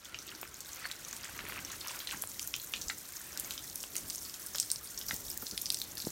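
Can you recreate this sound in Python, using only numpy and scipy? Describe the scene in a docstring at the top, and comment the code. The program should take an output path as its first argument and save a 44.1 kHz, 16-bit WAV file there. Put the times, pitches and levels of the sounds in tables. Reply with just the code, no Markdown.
"""Water drips fast and unevenly from an overhanging boulder onto granite and wet ground.
Each near drop is a tiny smack followed by a short spray. Fat drops plop into wet hollows,
duller splatters and soft thuds land on the earth, and one trapped bubble rings.
Countless small drops patter behind them, the rock faces echo faintly, and the outdoor air rumbles low."""
import sys
import numpy as np
from scipy import signal
from scipy.fft import rfft, irfft, next_fast_len
from scipy.io import wavfile

SR = 44100
rng = np.random.default_rng(int(sys.argv[2]) if len(sys.argv) > 2 else 0)


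def bounce(signal):
    """Save signal as a 16-bit WAV file at the path given by the first command-line argument."""
    frames = np.transpose(np.atleast_2d(signal))
    limited = np.clip(frames, -1, 1)
    pcm = np.round(limited * 32767).astype(np.int16)
    wavfile.write(sys.argv[1], SR, pcm)


N = 269451

TOUCH_S = 0.0008   # a drop first touches this long before it smacks
# How loud the far patter on rock is. Each row: time in seconds, level in dB.
ROCK_PATTER_LEVELS = [(0.0, -53.5), (0.36, -51), (0.5, -52), (0.75, -48.5), (1.0, -50), (1.15, -49.5),
                      (1.42, -48.5), (1.7, -49), (1.79, -50), (2.09, -47), (2.7, -48), (3.1, -48),
                      (3.95, -47), (4.15, -44.5), (4.44, -49.5), (4.6, -44.5), (4.82, -49.5), (4.98, -44.5),
                      (5.65, -47), (5.9, -48.5), (6.11, -45)]


def rock_drips():
    """Near drops hit the granite with a bright smack and a spray."""
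    # Each row: start in seconds, level in dB, pitch in Hz, width in octaves, second pitch in Hz, its level in
    # dB compared with the first, relative spray level in dB. The narrow row at 0.8593 s is the trapped bubble
    # ringing, not a drop on the granite.
    main_drops = [(0.048, -40, 6530.0, 0.68, 14000.0, -3, -2.0),
                  (0.0548, -40, 3300.0, 0.32, 5400.0, -6.0, -12), (0.1884, -34, 6040, 0.3, 4130, -9.0, -5),
                  (0.2673, -41.5, 7770.0, 0.22, 13400.0, 0.0, -12.0),
                  (0.2706, -41, 13380.0, 0.2, 6100.0, -9.0, -11.0),
                  (0.2917, -40, 3880.0, 0.54, 5200.0, -10, -10.0), (0.3506, -39, 4930, 0.67, 5200, 2, -4.0),
                  (0.4144, -34.5, 13170.0, 0.42, 7900.0, -6.0, 0),
                  (0.4301, -40, 2800.0, 0.64, 1810, -12, -13.0),
                  (0.5428, -36.5, 6520.0, 0.2, 13800.0, -8, -11),
                  (0.6055, -34.0, 6700, 0.62, 12300.0, -6, -1),
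                  (0.6912, -43, 4490.0, 0.41, 13300.0, -11, -3.0),
                  (0.7312, -37.5, 6900.0, 0.22, 9600.0, -19, -9),
                  (0.7598, -38.0, 12800.0, 0.87, 6200.0, -3.0, -2),
                  (0.8593, -38, 4340, 0.14, 2300.0, -12.0, -12),
                  (0.8732, -40, 8570.0, 0.32, 14000.0, 3, -11),
                  (0.9139, -29, 3750, 0.44, 7700.0, -9.0, -9.0),
                  (1.0489, -34.5, 6100, 0.29, 3700.0, -10.0, -11),
                  (1.0829, -37.0, 6710.0, 0.2, 8500.0, -7, -12.0),
                  (1.1106, -36, 6420.0, 0.22, 2300.0, -7, -8.0),
                  (1.1285, -32, 6700.0, 0.36, 4430, -8.0, -4), (1.1653, -34, 6560.0, 1.97, 7700.0, 1, -14),
                  (1.2328, -38, 5220.0, 0.24, 3800.0, -7, 0.0),
                  (1.2446, -35.5, 6930.0, 0.45, 2200.0, -9.0, 0),
                  (1.3775, -39, 6200, 0.34, 8100.0, -13, -3.0),
                  (1.4867, -36.0, 13500.0, 0.2, 9400.0, -5.0, 1),
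                  (1.6491, -30.5, 5930.0, 0.25, 8300.0, -13.0, -9.0),
                  (1.7174, -34.5, 6300, 0.29, 8900.0, -6.0, 0.5),
                  (1.8123, -33.5, 3770, 0.54, 4300.0, -5, -4),
                  (1.8732, -32.5, 11690.0, 0.59, 5900.0, -3, -10),
                  (1.8818, -30.5, 5820.0, 0.42, 8000.0, -8.0, -3),
                  (1.8862, -39, 6040.0, 0.51, 14000.0, -5, -8),
                  (1.9147, -37, 8560.0, 0.51, 4500.0, -6.0, -4),
                  (1.9595, -39.0, 12810.0, 0.43, 8700.0, -9, 0.0), (1.9905, -35, 6900, 0.2, 5300.0, -1, -9),
                  (2.003, -34, 3770, 0.44, 13100.0, -5.0, 0), (2.0727, -29, 3550, 0.51, 6500, -13, -2),
                  (2.1053, -37, 6300, 0.23, 7500.0, -5, -6.0), (2.1103, -30.5, 3000, 0.37, 4600.0, -4, -6),
                  (2.2217, -23.5, 11500, 0.3, 8100.0, -10, -6),
                  (2.2377, -40, 2800.0, 1.3, 11500.0, -10.0, -15),
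                  (2.274, -33.5, 7340, 0.41, 8800.0, 1, -12.0),
                  (2.395, -27, 4700, 1.6, 14000.0, -12.0, -11),
                  (2.4285, -32.0, 6240, 0.29, 10100.0, -18, -8.0),
                  (2.4437, -36.0, 9070.0, 0.46, 14000.0, -5.0, -10),
                  (2.475, -26.5, 13400, 0.62, 6600.0, -7, -8), (2.5532, -35, 6380.0, 0.31, 3570, -6.0, -1),
                  (2.5639, -31.5, 6750.0, 2.4, 6300.0, -2, -11),
                  (2.5987, -35.5, 3670.0, 0.52, 13700.0, -3.0, -3.0),
                  (2.6281, -38.0, 13470.0, 0.53, 8300.0, -14, 2),
                  (2.6721, -39, 6670.0, 0.21, 8900.0, -7, -9),
                  (2.7207, -41.0, 12750.0, 0.51, 14000.0, -1.0, -10.0),
                  (2.7618, -35.0, 4920.0, 1.6, 4300.0, -12, 1), (2.8142, -32, 6360.0, 0.37, 4100.0, -9, -4),
                  (2.8182, -33.5, 6000.0, 0.42, 4300.0, -6, -1), (2.8832, -28.0, 5700, 0.73, 6860, 0.0, -4),
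                  (2.8927, -34, 7500, 0.2, 6900.0, -8.0, -14.0), (2.9012, -28, 3980, 0.42, 1810, -2, -9),
                  (3.0889, -39, 8220.0, 0.27, 10800.0, -2, -12.0),
                  (3.122, -39, 7730.0, 0.43, 10800.0, -7, -8.0),
                  (3.1681, -34.5, 6060.0, 0.6, 11500.0, -2, -5),
                  (3.3746, -28.0, 5900, 1.1, 12700.0, -7.0, -10),
                  (3.3928, -42, 8420.0, 0.5, 6900.0, -7.0, -2),
                  (3.3978, -24, 9110.0, 1.04, 12300.0, -1, -6),
                  (3.4461, -34.0, 6500, 0.17, 5100.0, -8.0, -6),
                  (3.4752, -40.0, 12110.0, 0.2, 14000.0, 0.0, -14.0),
                  (3.5081, -28, 4230, 1.4, 12000.0, -2, -3), (3.5783, -31.5, 3320, 0.41, 5700.0, -4, -3.0),
                  (3.643, -40, 5460.0, 0.41, 11800.0, -1, -11),
                  (3.6985, -35.0, 7050, 0.5, 9500.0, 0, -10.0), (3.7575, -26, 10200.0, 0.66, 5950, -8, -11),
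                  (3.8314, -34.5, 6620.0, 0.93, 12100.0, -4, 0),
                  (3.8378, -36, 3000.0, 0.45, 2000.0, -8.0, -17.0),
                  (3.955, -30, 5700, 4.4, 2760, -10.5, -2.5),
                  (3.9655, -23.5, 7330.0, 0.94, 11700.0, -8, -3),
                  (3.9816, -32.0, 6300, 0.18, 8500.0, -1.0, -12.0),
                  (4.0819, -37.0, 11630.0, 0.21, 8300.0, -5, -9.0),
                  (4.0864, -38, 9120.0, 0.75, 5400.0, -9.0, -5),
                  (4.1001, -27.5, 5750, 1, 4900.0, -1.0, -11.0),
                  (4.1045, -30.5, 5840.0, 1.8, 6800.0, -14, -8),
                  (4.1488, -30.5, 6030.0, 0.43, 12600.0, -5.0, -9.0),
                  (4.1577, -30, 9120.0, 0.54, 5900.0, -6, -10.0),
                  (4.1806, -33.5, 6780.0, 0.2, 6100.0, 0.0, -6.0),
                  (4.2305, -41, 13500.0, 0.51, 5200.0, -5.0, -12.0),
                  (4.2504, -37.0, 4930.0, 0.44, 12100.0, -7.0, 2.5),
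                  (4.2966, -35.0, 5020.0, 0.32, 6700.0, -9.0, -10),
                  (4.3413, -36.5, 6090.0, 0.74, 3500.0, -9, 0),
                  (4.3972, -38.0, 10600, 0.38, 14000.0, -9, 2),
                  (4.4639, -31.5, 9100, 0.32, 13400.0, -7.0, -5.0),
                  (4.4694, -34, 7310.0, 0.83, 13400.0, 0.0, -7),
                  (4.4843, -42, 11580.0, 0.2, 13200.0, -1.0, -12.0),
                  (4.5475, -32, 3250.0, 2.4, 5200.0, -2, -2), (4.5506, -30.5, 5300, 0.14, 6200.0, -4, -8),
                  (4.5577, -29, 4530.0, 1.33, 13400.0, 0, -3), (4.5838, -25, 4530, 0.78, 7400.0, 0, -8),
                  (4.5998, -17.0, 5830, 0.38, 8250, -0.5, -10),
                  (4.6039, -32.5, 7610.0, 0.58, 4900.0, -9.0, 5),
                  (4.6277, -30.0, 4980.0, 0.23, 5800.0, -4.0, -8),
                  (4.7024, -27.0, 4850, 0.68, 8000.0, -6.0, -11.0),
                  (4.7156, -17.5, 9050, 0.34, 5600, -6, -10), (4.7198, -35, 9390.0, 0.2, 6800.0, -1.0, 0),
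                  (4.7593, -30.5, 4810.0, 0.49, 7400.0, -9.0, -11),
                  (4.8427, -39, 10170.0, 0.44, 13100.0, -6, 5), (4.8733, -39, 7140.0, 1.72, 5230, 0, -3),
                  (4.9763, -30.5, 6000, 0.61, 5960, 2, 0.5),
                  (4.9892, -34.0, 13000, 0.43, 7800.0, -8.0, -5.0),
                  (5.0132, -32.5, 5020.0, 0.52, 3260, -1, -4),
                  (5.0652, -34.0, 13400, 0.46, 5100.0, -11, -12),
                  (5.0845, -30, 5410.0, 0.14, 5400.0, -1, 1), (5.1425, -29, 11900.0, 0.7, 6400.0, -18, -10),
                  (5.1636, -32.0, 6800, 0.17, 9700.0, -5, -22), (5.3013, -28.5, 13500.0, 0.41, 9050, 0, -7),
                  (5.3046, -32.5, 5400, 0.2, 6100.0, -7, -8),
                  (5.3145, -32.0, 5570.0, 0.24, 13100.0, 0.0, -13.0),
                  (5.3754, -26.5, 13410.0, 0.58, 7300.0, -4, -12),
                  (5.4224, -33.0, 13500.0, 0.51, 3300.0, -22, 0),
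                  (5.4673, -30, 4430.0, 0.53, 6100.0, -7.0, -4),
                  (5.5116, -30.5, 5300, 0.55, 8900, -9.0, -3), (5.5775, -23.5, 4200, 1.1, 10000.0, -2, -9),
                  (5.6154, -30.5, 6300.0, 0.48, 10300.0, -1, -2),
                  (5.6186, -26, 13040.0, 0.36, 10900.0, -7.0, -16.0),
                  (5.6577, -25.5, 5200.0, 0.48, 3500.0, -12, -5),
                  (5.6656, -29.0, 5220.0, 0.38, 7400.0, -5, -14.0),
                  (5.7027, -18.0, 4350.0, 0.51, 9000, -9.0, -16),
                  (5.7185, -31, 11760.0, 1.09, 5800.0, 1, -5.0),
                  (5.7234, -29, 7650.0, 2.4, 14000.0, 0.0, 0.0),
                  (5.7449, -22.5, 5140.0, 0.63, 8900, 1, -11),
                  (5.7707, -33, 5450.0, 0.25, 14000.0, -9, -14.0),
                  (5.7883, -32.5, 7030.0, 0.63, 10600.0, -6.0, -12.0),
                  (5.8004, -33.0, 13220.0, 0.49, 5570, -1.0, -15.0),
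                  (5.8164, -25.5, 4070, 0.46, 11100.0, -10, -9.0),
                  (5.9536, -36, 13250.0, 0.54, 9300.0, -7, -12.0),
                  (5.9716, -33.5, 4230.0, 0.51, 7100.0, -11, -6),
                  (5.98, -31.5, 5210.0, 0.57, 10900.0, 0, -1.5),
                  (6.0016, -30.5, 4820.0, 0.37, 11400.0, -14.0, -9.0),
                  (6.0209, -32.0, 4130, 0.22, 6600.0, 2, -5), (6.0506, -34.5, 5500, 0.23, 4700.0, -1, -6.0),
                  (6.0659, -32, 13500.0, 2, 11400.0, -1, -9.0)]
    return drips([*main_drops, *light_drops(per_s=9)], smack_db=0.0, spray_db=0.5, spray_per_s=3500,
                 spray_fade_s=0.17, crack_db=-7.5, crack_ratio=1.1, crack_octaves=2.56)


def light_drops(per_s):
    """Random rows like main_drops: lighter drops, alike but for their size and where they land."""
    count = int(per_s * N / SR)
    starts = (np.arange(count) + rng.random(count)) / count * N / SR
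    strength, pitch, width, second_pitch, wetness = np.clip(rng.standard_normal((count, 5)), -2, 2).T
    db = np.interp(starts, *np.transpose(ROCK_PATTER_LEVELS)) + 4.5 + 0.5 * strength
    hz, second_hz = 9140 * 2 ** (0.32 * np.array([pitch, second_pitch]))
    octaves = 0.46 * 2 ** (0.62 * width)
    second_db, wet_db = np.full(count, -2), 1 + 1.4 * wetness
    return np.transpose([starts, db, hz, octaves, second_hz, second_db, wet_db])


def plops():
    """Fat drops fall into wet hollows, sounding a lower note and a splash."""
    # Each row: start in seconds, relative level in dB, pitch in Hz, width in octaves, higher pitch
    # in Hz, its level in dB compared with the first, relative splash level in dB.
    fat_drops = [(0.1446, -31, 2750, 0.37, 5930, -9, -7), (0.8429, -35.5, 1740, 0.53, 2290, -9, -2.5),
                 (0.8549, -37, 1400, 1.8, 2000, -12, -12), (1.3912, -30, 1850, 1.2, 3860, -6, -8),
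                 (2.5399, -23, 3000, 0.46, 5230, -1.5, -8.5), (2.7371, -22.5, 2780, 0.49, 3800, -10, -7.5),
                 (2.8984, -26.5, 1730, 0.58, 4400, -15, -7), (5.1094, -24, 1680, 0.58, 3430, -5.5, -11.5)]
    return drips(fat_drops, smack_db=-0.5, spray_db=3.0, spray_per_s=3000,
                 spray_fade_s=0.14, crack_db=-6.0, crack_ratio=0.85, crack_octaves=1.86)


def drips(rows, smack_db, spray_db, spray_per_s, spray_fade_s, **crack):
    """Each drop smacks down and echoes off the ground; its spray rains back as tiny impacts."""
    out, t = np.zeros(N), np.arange(SR // 8) / SR
    for lands_s, db, hz, octaves, second_hz, second_db, wet_db in rows:
        start = lands_s - TOUCH_S - 0.0001
        hit = smack(hz, octaves, second_hz, second_db, size=512, **crack)
        shower = droplets(spray_per_s, spread_db=2.0, size=len(t))
        shower *= fade(t, spray_fade_s) * (1 - np.exp(-t / 0.00042))
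        echo_s = 0.0036 * (1 + 0.12 * rng.uniform(-1, 1))   # varies from spot to spot
        add(out, start, from_db(db + smack_db) * hit)
        add(out, start + echo_s, from_db(db - 17.5) * hit)
        # Most of the spray rings like its drop; some is scattered in pitch.
        alike = unit_energy(signal.fftconvolve(shower, hit))[:len(t)]
        scattered = from_db(-6.0) * unit_energy(band(shower, hz, octaves + 0.63))
        add(out, start, from_db(db + wet_db + spray_db) * unit_energy(alike + scattered))
    return over_one_ms(out)


def smack(hz, octaves, second_hz, second_db, crack_db, crack_ratio, crack_octaves, size):
    """One impact: a light touch, a brief ring pitched by the drop's size, a second ring and a crack."""
    at = int(TOUCH_S * SR)
    t = (np.arange(size) - at) / SR
    click = signal.unit_impulse(size, at)
    # The rim of the drop slaps down again a moment later.
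    rebound_s = 0.0012 * rng.uniform(.5, 1.5)
    click[at + int(rebound_s * SR)] += from_db(-11) * rng.choice([-1, 1])
    # The drop tears within a millisecond, which gives each its own tone.
    noise = rng.standard_normal((3, size))
    tearing = noise[:2] * np.exp(-abs(t) / 0.001) * (t > 0)
    touch = from_db(-12) * unit_energy(noise[2] * (t < 0))
    push = click + from_db(-12.5) * unit_energy(tearing[0]) + touch
    ring = unit_energy(band(push, hz, octaves, order=3))
    second = from_db(second_db) * unit_energy(band(push, second_hz, 0.39)) * rng.choice([-1, 1])
    crack = from_db(crack_db) * unit_energy(band(tearing[1], crack_ratio * hz, crack_octaves))
    return unit_energy(flatten_drop(ring + second + crack, width_hz=7000))


def flatten_drop(x, width_hz):
    """A drop flattens over a fraction of a millisecond, so some pitches arrive a little late."""
    r = np.exp(-np.pi * width_hz / SR)
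    for hz in np.array([4500, 7500, 12000]) * rng.uniform(.8, 1.2, 3):
        poles = np.array([1, -2 * r * np.cos(2 * np.pi * hz / SR), r * r])
        x = signal.lfilter(poles[::-1], poles, x)   # changes timing, not loudness
    return x


def splats(gain_db, octaves):
    """Water breaks up on gritty ground in short, dull clusters of tiny hollow pops; one brief cluster at 1.52 s
    is a fat drop plopping into a hollow."""
    # Each row: start in seconds, level in dB before gain_db, middle pitch in Hz, fade time in seconds. The row
    # at 1.521 s is a fat drop plopping into a wet hollow, played as a short cluster.
    splatters = [(0.274, -51, 3200, 0.016), (0.314, -51, 1600, 0.012), (0.433, -56, 1700, 0.031),
                 (0.852, -41, 1430, 0.0063), (0.896, -53, 1600, 0.015), (1.1285, -48, 1800, 0.003),
                 (1.239, -50.5, 1860, 0.022), (1.291, -53, 1390, 0.0098), (1.354, -54, 1690, 0.0099),
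                 (1.402, -51, 2550, 0.0092), (1.451, -48, 1450, 0.0044), (1.464, -48.5, 2050, 0.014),
                 (1.493, -47.5, 1710, 0.011), (1.521, -41, 1650, 0.0027), (1.556, -47, 2100, 0.0064),
                 (1.567, -47, 1790, 0.016), (1.581, -46, 1600, 0.0097), (1.701, -50.5, 2290, 0.012),
                 (1.727, -55, 1850, 0.021), (1.843, -50, 1570, 0.0096), (1.86, -47, 1760, 0.0066),
                 (1.89, -48, 2700, 0.0088), (1.909, -49, 1670, 0.0055), (1.945, -47, 1820, 0.0032),
                 (1.969, -51, 1760, 0.0058), (2.088, -48, 3030, 0.015), (2.115, -48, 2380, 0.013),
                 (2.129, -45.5, 1360, 0.015), (5.09, -49.5, 1040, 0.0054), (5.421, -50.5, 860, 0.0081)]
    out, t = np.zeros(N), np.arange(SR // 12) / SR
    for start, db, hz, length in splatters:
        pitches = hz * 2 ** (octaves * (np.linspace(-.5, .5, 7) + rng.uniform(-.06, .06, 7)))
        pops = ringing_droplets(pitches, per_s=600, spread_db=5.0, cycles=16, size=len(t))
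        cluster = band(pops, hz, octaves + 1)
        shape = np.exp(-(t / length) ** 2 / 2)
        add(out, start, from_db(db + gain_db) * unit_energy(cluster * shape) * np.linalg.norm(shape))
    return out


def thuds(gain_db, settle_s):
    """Heavy, soft impacts push the air for a cycle or two, then the wet ground settles."""
    # Each row: start in seconds, level in dB before gain_db, middle pitch in Hz, width in octaves,
    # energy of the settling in dB compared with the push.
    impacts = [(0.4302, -39, 850, 1.9, -9), (1.44, -44.5, 300, 1.1, -9), (1.591, -54, 110, 1.9, -9),
               (2.143, -45, 174, 0.8, 1), (2.238, -39.5, 850, 1.5, -20), (2.809, -47, 48, 0.75, -5),
               (2.858, -48, 47.3, 0.8, 3), (3.839, -43.5, 600, 4.2, -16), (4.55, -40.5, 750, 2.4, -1),
               (5.13, -45.5, 110, 2.2, 8), (5.428, -44.5, 200, 2, 2), (5.524, -43, 138, 2.1, 3),
               (6.043, -42, 180, 1.2, -9), (6.0703, -27, 228, 1.65, -13)]
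    out, t = np.zeros(N), np.arange(SR // 10) / SR
    for start, db, hz, octaves, settle_db in impacts:
        push = unit_energy(band(signal.unit_impulse(len(t)), hz, octaves))
        noise = rng.standard_normal(len(t)) * fade(t, settle_s)
        settling = from_db(settle_db) * unit_energy(band(noise, hz, octaves))
        add(out, start, from_db(db + gain_db) * (push + settling))
    return over_one_ms(out)


def bubble():
    """Air caught in a puddle rings as a pure, dying note."""
    # Each row: start in seconds, peak level in dB, pitch in Hz, seconds to fade by 60 dB.
    notes = [(0.846, -39.5, 4430, 0.096)]
    out, t = np.zeros(N), np.arange(SR // 10) / SR
    for start, db, hz, fade_s in notes:
        add(out, start, from_db(db) * fade(t, fade_s) * np.sin(2 * np.pi * hz * t))
    return out


def rock_echo(x, db, fade_s):
    """The rock faces scatter the sound back as a thin, short echo."""
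    t = np.arange(SR // 2) / SR
    tail = rng.standard_normal(len(t)) * fade(t, fade_s) * (1 - np.exp(-t / 0.002))
    return signal.fftconvolve(x, from_db(db) * unit_energy(tail))[:N]


def patter():
    """Small drops tick on rock and tap on earth, bunching and thinning; the farthest merge into hiss."""
    # The tone of drops on rock and on earth. Each row: frequency in Hz, relative level in dB.
    rock_tone = [(1760, -81), (3000, -6), (3400, -2), (4830, -1.5), (5330, 4), (6260, 5), (8400, 3),
                 (10400, 3.5), (11500, 4), (15100, 3), (16000, -1)]
    earth_tone = [(500, 2), (900, -3), (1500, 3.5), (2200, 2), (3200, -1), (5000, -0.5)]
    # How loud the patter on earth is. Each row: time in seconds, level in dB.
    earth_levels = [(0.0, -66.5), (0.1, -58.5), (0.29, -55.5), (0.47, -57), (0.62, -60), (0.78, -54.5),
                    (0.88, -54), (0.98, -57.5), (1.08, -55), (1.25, -55.5), (1.5, -48), (1.63, -57),
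                    (1.72, -51.5), (1.79, -58.5), (1.9, -52.5), (2.52, -60), (3.18, -57.5), (3.4, -56),
                    (3.8, -57.5), (4.2, -59.5), (4.53, -60), (5.16, -57), (5.96, -60), (6.11, -58)]
    ticks = ringing_droplets(np.geomspace(3800, 15500, 36), per_s=380, spread_db=5.5, cycles=25, size=N)
    rock_hiss = from_db(-3.0) * with_tone(rng.standard_normal(N), rock_tone)
    rock = from_db(-5.0) * with_tone(ticks, rock_tone) + rock_hiss
    taps = ringing_droplets(np.geomspace(900, 3600, 24), per_s=380, spread_db=4.5, cycles=78, size=N)
    earth_hiss = from_db(-1.2) * with_tone(rng.standard_normal(N), earth_tone)
    earth = from_db(-4.0) * with_tone(taps, earth_tone) + earth_hiss
    rock *= gain_curve(ROCK_PATTER_LEVELS) * wander(rate_hz=29.0, depth_db=2.22)
    earth *= gain_curve(earth_levels) * wander(rate_hz=2.5, depth_db=1.7)
    return rock + earth


def turn_to_water(x, above_hz, away_db, turn_s):
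    """The highest ticks start dull and brighten as the microphone swings round to the water."""
    treble = signal.sosfiltfilt(signal.butter(2, above_hz, "high", fs=SR, output="sos"), x)
    away = np.clip(1 - np.arange(N) / SR / turn_s, 0, 1)
    return x + (from_db(away_db * away) - 1) * treble


def air(rumble_db, hollow_hz, thin_hz):
    """The outdoor air rumbles low; a faint hollow note and a thin ring come and go."""
    # The tone of the rumble. Each row: frequency in Hz, relative level in dB.
    rumble_tone = [(13, -40), (22, -14), (38, -0.5), (54, 3.5), (114, 2), (173, -1), (317, -1), (415, -5),
                   (545, -7.5), (775, -9.5), (1000, -10.5), (1300, -14.5), (2200, -120)]
    # How the three sounds swell and fade. Each row: time in seconds, relative level in dB.
    rumble_levels = [(0.0, -64), (0.39, -60.5), (0.56, -61.5), (1.1, -59.5), (1.55, -59.5), (1.78, -58),
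                     (2.31, -59), (3.0, -59.5), (3.6, -60.5), (4.2, -58), (4.78, -60.5), (5.33, -57),
                     (5.72, -57), (6.11, -55.5)]
    hollow_levels = [(0.0, -81), (0.2, -66), (0.36, -58.5), (0.56, -73), (1.2, -74), (1.55, -63.5),
                     (2.3, -73), (3.8, -72.5), (3.94, -60), (4.03, -69), (6.11, -77)]
    thin_levels = [(0.0, -80), (0.1, -60), (0.42, -73), (0.6, -78), (0.85, -62), (1.0, -78), (1.3, -95)]
    rumble = with_tone(rng.standard_normal(N), rumble_tone) * wander(rate_hz=2.0, depth_db=2.0)
    hollow = gain_curve(hollow_levels) * rms_one(band(rng.standard_normal(N), hollow_hz, 0.41))
    thin = gain_curve(thin_levels) * rms_one(band(rng.standard_normal(N), thin_hz, 0.058))
    return from_db(rumble_db) * gain_curve(rumble_levels) * rumble + hollow + thin


def droplets(per_s, spread_db, size):
    """Tiny impacts at random times: many weak, a few strong."""
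    chance, strength, sign = rng.random((3, size))
    excess = np.minimum(-np.log(1 - strength), 3)
    return (chance < per_s / SR) * from_db(spread_db * excess) * np.sign(sign - .5)


def ringing_droplets(pitches, per_s, spread_db, cycles, size):
    """Random droplets each ring at one of the pitches, fading by 60 dB over the given cycles."""
    out = np.zeros(size)
    for hz in np.minimum(pitches, .45 * SR):
        r, angle = from_db(-60 * hz / (cycles * SR)), 2 * np.pi * hz / SR
        hits = droplets(per_s / len(pitches), spread_db, size)
        poles = [1, -2 * r * np.cos(angle), r * r]
        out += signal.lfilter(np.sqrt(1 - r) * np.array([1, 0, -1]), poles, hits + 1e-18)
    return rms_one(out)


def wander(rate_hz, depth_db):
    """A gain that drifts up and down by chance."""
    r = np.exp(-2 * np.pi * rate_hz / SR)
    slow = signal.lfilter([1], [1, -2 * r, r * r], rng.standard_normal(N + SR))[SR:]
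    return from_db(depth_db * rms_one(slow))


def band(x, hz, octaves, order=2):
    """Keep only the pitches in a band around hz."""
    half = 2 ** (max(octaves, .04) / 2)
    high = min(hz * half, .45 * SR)
    low = min(hz / half, .9 * high)
    return signal.sosfilt(signal.butter(order, [low, high], "band", fs=SR, output="sos"), x + 1e-18)


def with_tone(x, tone):
    """Shape a steady sound by rows of Hz and dB, at an average level of 1."""
    hz, db = np.transpose(tone)
    size = next_fast_len(N)
    bins = np.maximum(np.fft.rfftfreq(size, 1 / SR), 1)
    gain = from_db(np.interp(np.log(bins), np.log(hz), db, left=-80, right=-80))
    return rms_one(irfft(rfft(x, size) * gain, size)[:N])


def gain_curve(rows):
    """Join rows of seconds and dB into a gain for every sample."""
    return from_db(np.interp(np.arange(N) / SR, *np.transpose(rows)))


def fade(t, seconds):
    """A gain that falls by 60 dB in the given time."""
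    return from_db(-60 * t / seconds)


def from_db(db):
    """Turn decibels into a gain, a number to multiply a sound by."""
    return 10 ** (np.asarray(db) / 20)


def rms_one(x):
    """Scale to an average (root mean square) level of 1."""
    return x / np.sqrt(np.mean(x ** 2) + 1e-20)


def unit_energy(x):
    """Scale so the squared samples add up to 1."""
    return x / np.sqrt(np.sum(x ** 2) + 1e-20)


def over_one_ms(x):
    """Scale so an energy of 1 becomes an average level of 1 over a millisecond."""
    return x * np.sqrt(SR / 1000)


def add(out, start_s, sound):
    """Mix a sound in at the given time."""
    at = int(np.clip(round(start_s * SR), 0, N - 1))
    out[at:at + len(sound)] += sound[:N - at]


def scene():
    """Near water and its echo, over far patter and low air."""
    far = turn_to_water(patter(), above_hz=7900, away_db=-5.5, turn_s=2.4)
    low = thuds(gain_db=4.5, settle_s=0.091) + air(rumble_db=1.0, hollow_hz=335.4, thin_hz=1415)
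    near = splats(gain_db=4.0, octaves=1.44) + plops() + rock_drips()
    return (near + rock_echo(near, db=-17.5, fade_s=0.31) + bubble() + far + low)[None]


def record(dry):
    """The microphone has a shallow dip in the treble; everything above 16000 Hz is cut."""
    dipped = dry - 0.4 * band(dry, hz=10400, octaves=0.15, order=1)
    return signal.sosfilt(signal.ellip(10, .2, 75, 16000, fs=SR, output="sos"), dipped)


dry = scene()
out = record(dry)
bounce(out)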